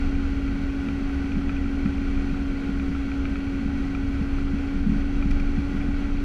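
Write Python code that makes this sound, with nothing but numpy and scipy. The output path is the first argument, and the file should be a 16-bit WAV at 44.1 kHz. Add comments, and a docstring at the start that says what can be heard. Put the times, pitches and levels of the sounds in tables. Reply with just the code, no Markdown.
"""Two propellers drone through a cabin resonance, heard in the cockpit of a small taxiing turboprop.
Their blade-rate harmonics rise slightly in pitch with a nudge of power. Gyros, fans and turbines whine
faintly, and turbulent air rushes from the vents. The pavement forces the airframe into vibration:
the tyres rumble, joints thump the floor, and loose trim ticks. Near the end a small control clicks twice."""
import sys
import numpy as np
from scipy.fft import rfft, irfft, next_fast_len
from scipy.io import wavfile
from scipy.ndimage import map_coordinates

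SR = 44100
rng = np.random.default_rng(int(sys.argv[2]) if len(sys.argv) > 2 else 0)


def unload_audio(sound):
    """Save the sound as a 16-bit wav file, at the path given as the first command line argument."""
    columns = np.transpose(np.atleast_2d(sound))
    # keep every value between -1 and 1, then stretch to whole-number steps
    steps = np.round(np.clip(columns, -1, 1) * 32767)
    wavfile.write(sys.argv[1], SR, steps.astype(np.int16))


N = 275184


def amp(db):
    """Amplitude ratio of a level in decibels."""
    return 10 ** (np.asarray(db) / 20)


def unit(x):
    """Normalisation to an rms of 1."""
    return x / np.sqrt(np.mean(x ** 2) + 1e-20)


def wobble(rate):
    """Smooth random modulation: a spline through `rate` Gaussian values a second."""
    knots = rng.standard_normal(int(N * rate / SR) + 4)
    return map_coordinates(knots, [np.arange(N) * rate / SR])


def filtered(x, response):
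    """Linear filtering: the spectrum of x is multiplied by a frequency response."""
    size = next_fast_len(N + SR // 2)
    return irfft(rfft(x, size) * response(np.fft.rfftfreq(size, 1 / SR)), size)[:N]


def noise(spectrum, resonances=()):
    """Spectral shaping: noise of rms 1 with a broad contour and bell-shaped peaks or dips on it."""
    def response(hz):
        knot_hz, knot_db = np.transpose(spectrum)
        contour_db = np.interp(np.log(hz + 1), np.log(knot_hz + 1), knot_db)
        bells_db = sum(db * 2 ** -(2 * (hz - centre) / width) ** 2 for centre, width, db in resonances)
        return amp(contour_db + bells_db)
    return unit(filtered(rng.standard_normal(N), response))


def partials(hz, orders):
    """Harmonic series: sines on multiples of a varying fundamental, each at its rms level."""
    angle = 2 * np.pi * np.cumsum(hz) / SR
    return sum(np.sqrt(2) * amp(db) * np.sin(k * angle + 2 * np.pi * rng.random()) for k, db in orders)


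def blow(t, rise, t60):
    """Envelope of a damped impact, of peak 1: a soft onset, then exponential decay (times in seconds)."""
    shape = (1 - np.exp(-(t / rise) ** 2)) * np.exp(-np.log(1000) * t / t60)
    return shape / shape.max()


def add(track, start, sound):
    """Superposition of a sound on a track, from `start` seconds."""
    part = track[max(round(start * SR), 0):][:len(sound)]
    part += sound[:len(part)]


def propellers(idle_hz=275.8, power_s=4.35, spool_s=0.855, gain_db=-30.5, fall_db_per_hz=0.22):
    """Resonance: the cabin favours the fourth blade harmonic; the drone fades as it rises off the peak."""
    # Each row: multiple of the blade rate, relative level in dB.
    harmonics = [(1, -4.5), (2, -21.5), (4, 1), (8, -34), (12, -29.5)]
    since_power = np.maximum(np.arange(N) / SR - power_s, 0)
    rise_hz = 6 * (1 - np.exp(-since_power / spool_s))  # the engines lag behind the nudge of power
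    drone_hz = idle_hz + rise_hz + 0.3 * wobble(3)
    flutter_db = 0.43 * wobble(14)
    return amp(gain_db - fall_db_per_hz * rise_hz + flutter_db) * partials(drone_hz / 4, harmonics)


def whines(waver_db=1.5):
    """Periodic rotation radiates tones: harmonics from gyros and fans, one high whistle per turbine row."""
    # Each entry: rotation rate of a gyro or fan in Hz.
    rotor_hz = [348.8, 365.0, 356.0]
    # Each row, one per rotor: drift in Hz, then pairs of harmonic number and level in dB.
    rotor_tones = [(.1, [(4, -57), (5, -75), (7, -70.5), (8, -65.5), (9, -64.5), (12, -67), (20, -81)]),
                   (.4, [(1, -49.5), (2, -63), (3, -64.5)]), (2.44, [(1, -52.5)])]
    # Each entry: frequency of a turbine whistle in Hz.
    turbine_hz = [5927, 4387, 7897, 7951]
    # Each row, one per whistle: drift in Hz, level in dB.
    turbine_tones = [(5.7, -74.5), (10, -80), (4, -85.5), (4.4, -84.5)]
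    rotors = sum(amp(waver_db * wobble(7)) * partials(hz + drift * wobble(9), orders)
                 for hz, (drift, orders) in zip(rotor_hz, rotor_tones))
    turbines = sum(partials(hz + drift * wobble(25), [(1, db)])
                   for hz, (drift, db) in zip(turbine_hz, turbine_tones))
    return rotors + turbines


def vents(level_db=-40.0, flutter_db=0.6):
    """Turbulent flow makes broadband noise, coloured by the resonances of the ducts and the cockpit."""
    # Each row: frequency in Hz, relative spectral density in dB.
    flow_spectrum = [(100, -7.5), (300, -2.5), (430, -4), (520, -11), (660, -12.5), (1000, -16.5),
                     (1750, -17.5), (2600, -14), (2950, -20.5), (4900, -29), (7300, -39), (10500, -45),
                     (13000, -50), (15000, -57)]
    # Each row: centre of a resonance or dip in Hz, width in Hz, gain in dB.
    resonances = [(420, 36, 1.5), (469.6, 13, 5.5), (582, 76, 3.5), (748, 48, 7), (822, 42, 6),
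                  (1308, 390, 5.5), (1498, 188, 9), (1957, 167, 7), (2276, 170, 5.5), (3450, 360, 4),
                  (3575, 160, -9), (3850, 74, 3.5), (4485, 240, 5.5), (5360, 260, 2.5), (5980, 260, 8),
                  (6690, 450, 3.5), (10400, 350, 3.5)]
    return amp(level_db + flutter_db * wobble(13)) * noise(flow_spectrum, resonances)


def rolling(bounce_hz=25.8, bounce_db=-32, sway_db=-34.5, tyre_db=-31, boom_db=-35.5, coupling=0.25):
    """Forced vibration: on rough pavement the airframe bounces and sways, tyres rumble, the floor booms."""
    # Each row: time in seconds, relative strength of the shaking in dB.
    shaking = [(0, 4.5), (.3, 4), (.75, -4.5), (1.25, 1), (2.4, 0.5), (3.0, -6.5), (3.55, -2), (4.3, 3),
               (4.75, 2.5), (5.4, 8), (5.72, 2), (6.24, 4.5)]
    # Each row of these three spectra: frequency in Hz, relative spectral density in dB.
    sway_spectrum = [(6, -53), (13, -13), (16, -2), (22, -7.5), (32, -9), (40, -14.5), (60, -37),
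                     (200, -120)]
    tyre_spectrum = [(20, -35), (38, -1), (52, 2), (72, -0.5), (90, -5.5), (125, -13), (200, -36.5),
                     (400, -68), (1500, -120)]
    floor_spectrum = [(30, -56.5), (90, -35.5), (140, -15.5), (170, -5), (205, -3), (230, -1), (260, -10.5),
                      (300, -21), (500, -40), (2000, -120)]
    shaking_db = np.interp(np.arange(N) / SR, *np.transpose(shaking))
    struts = amp(2 * wobble(9)) * partials(bounce_hz + wobble(3.6), [(1, 0)])
    bounce = amp(bounce_db + shaking_db) * unit(struts)
    sway = amp(sway_db) * noise(sway_spectrum)
    # harder shaking loads the tyres more, so they rumble louder
    tyres = amp(tyre_db + coupling * shaking_db) * noise(tyre_spectrum)
    lumps = amp(wobble(10))
    boom = amp(boom_db) * unit(lumps * noise(floor_spectrum))
    return bounce + sway + tyres + boom


def bumps(rise_s=0.0057):
    """Impulse response: pavement joints excite the floor's low modes through soft tyres and nose gear."""
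    # Each row: frequency in Hz, relative level in dB, 60 dB decay time in seconds.
    floor_modes = [(205, 2, 0.077), (175.7, -4.5, 0.084)]
    # Each row: start in seconds, gain in dB.
    joints = [(0.165, -30), (1.366, -20.5), (1.853, -17.5), (2.323, -23), (2.687, -25.5), (2.899, -27),
              (3.657, -23.5), (4.21, -22), (4.532, -22), (4.864, -17), (4.89, -16.5), (4.917, -19),
              (4.959, -22), (5.254, -20.5), (5.299, -26), (5.576, -19), (5.741, -21), (5.88, -22.5)]
    out, t = np.zeros(N), np.arange(SR // 4) / SR
    thump = sum(amp(db) * blow(t, rise_s, t60) * np.sin(2 * np.pi * hz * t) for hz, db, t60 in floor_modes)
    for start, db in joints:
        add(out, start, amp(db) * thump)
    return out


def tick(mode_dbs, scatter=0.011, rise_s=0.00021):
    """Free vibration: one contact rings the trim's two modes, tuned a little differently each time."""
    # Each row, upper mode first: frequency in Hz, 60 dB decay time in seconds.
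    trim_modes = [(2395, 0.018), (1348, 0.032)]
    t = np.arange(SR // 16) / SR
    ring = np.zeros(len(t))
    for (hz, t60), db in zip(trim_modes, mode_dbs):
        detuned_hz = hz * (1 + scatter * rng.standard_normal())
        ring += amp(db) * blow(t, rise_s, t60) * np.sin(2 * np.pi * detuned_hz * t)
    return ring


def loose_trim(ring_db=-1, clack_db=-14, chatter_db=-42.5, spread_db=3.5, chatter_count=100):
    """Intermittent contact: a loose panel strikes with a dry clack and a short ring, over faint chatter."""
    # Each row: start in seconds, gain in dB, level of the upper mode over the lower in dB.
    strikes = [(0.8866, -27, 4), (1.3189, -31, 4), (1.4131, -31, -15), (1.4934, -27.5, 2),
               (1.5658, -31, 15), (1.8583, -30.5, -2), (2.7975, -30.5, 7), (2.9503, -31, -6),
               (3.1165, -30.5, 10), (3.254, -25, 15), (3.3564, -29, -2), (3.949, -29, 1.5),
               (4.3844, -31, -12), (5.2255, -29, 1), (5.3134, -29.5, 17), (5.3989, -30.5, 14)]
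    # Each row: frequency in Hz, relative spectral density of the contact noise in dB.
    clack_spectrum = [(400, -30), (1050, -12.5), (1350, -2), (1800, -4.5), (2450, 1), (3000, -13.5),
                      (5500, -23), (9000, -46), (15000, -70)]
    rings, clack_envelope, t = np.zeros(N), np.zeros(N), np.arange(SR // 16) / SR
    for start, db, upper_db in strikes:
        balance_db = np.minimum([upper_db, -upper_db], 0)  # only the weaker mode is turned down
        add(rings, start, tick(db + ring_db + balance_db))
        add(clack_envelope, start, amp(db + clack_db) * blow(t, rise=0.0012, t60=0.039))
    chatter_starts = rng.random(chatter_count) * N / SR
    chatter_levels = chatter_db + spread_db * rng.standard_normal((chatter_count, 2))
    for start, mode_dbs in zip(chatter_starts, chatter_levels):
        add(rings, start, tick(mode_dbs))
    return rings + clack_envelope * noise(clack_spectrum)


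def control_clicks(gain_db=-9):
    """Friction: a small control scrapes as it moves, giving short bursts of bright noise."""
    # Each row: start in seconds, relative level in dB.
    scrapes = [(5.3068, -37), (5.397, -43)]
    # Each row: frequency in Hz, relative spectral density in dB.
    scrape_spectrum = [(1500, -20), (2600, 4), (3600, -3), (5000, 6.5), (7500, -11), (11000, -16),
                       (15000, -27)]
    envelope, t = np.zeros(N), np.arange(SR // 8) / SR
    for start, db in scrapes:
        add(envelope, start, amp(db + gain_db) * blow(t, rise=0.0026, t60=0.045))
    return envelope * noise(scrape_spectrum)


def scene():
    """Superposition of direct sound: every source is close by in the small, padded cockpit."""
    return (propellers() + whines() + vents() + rolling() + bumps() + loose_trim() + control_clicks())[None]


def record(dry):
    """Band limiting: an ideal low-pass filter removes the highest treble."""
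    cutoff_hz = 15300
    return filtered(dry[0], lambda hz: hz < cutoff_hz)[None]


dry = scene()
out = record(dry)
unload_audio(out)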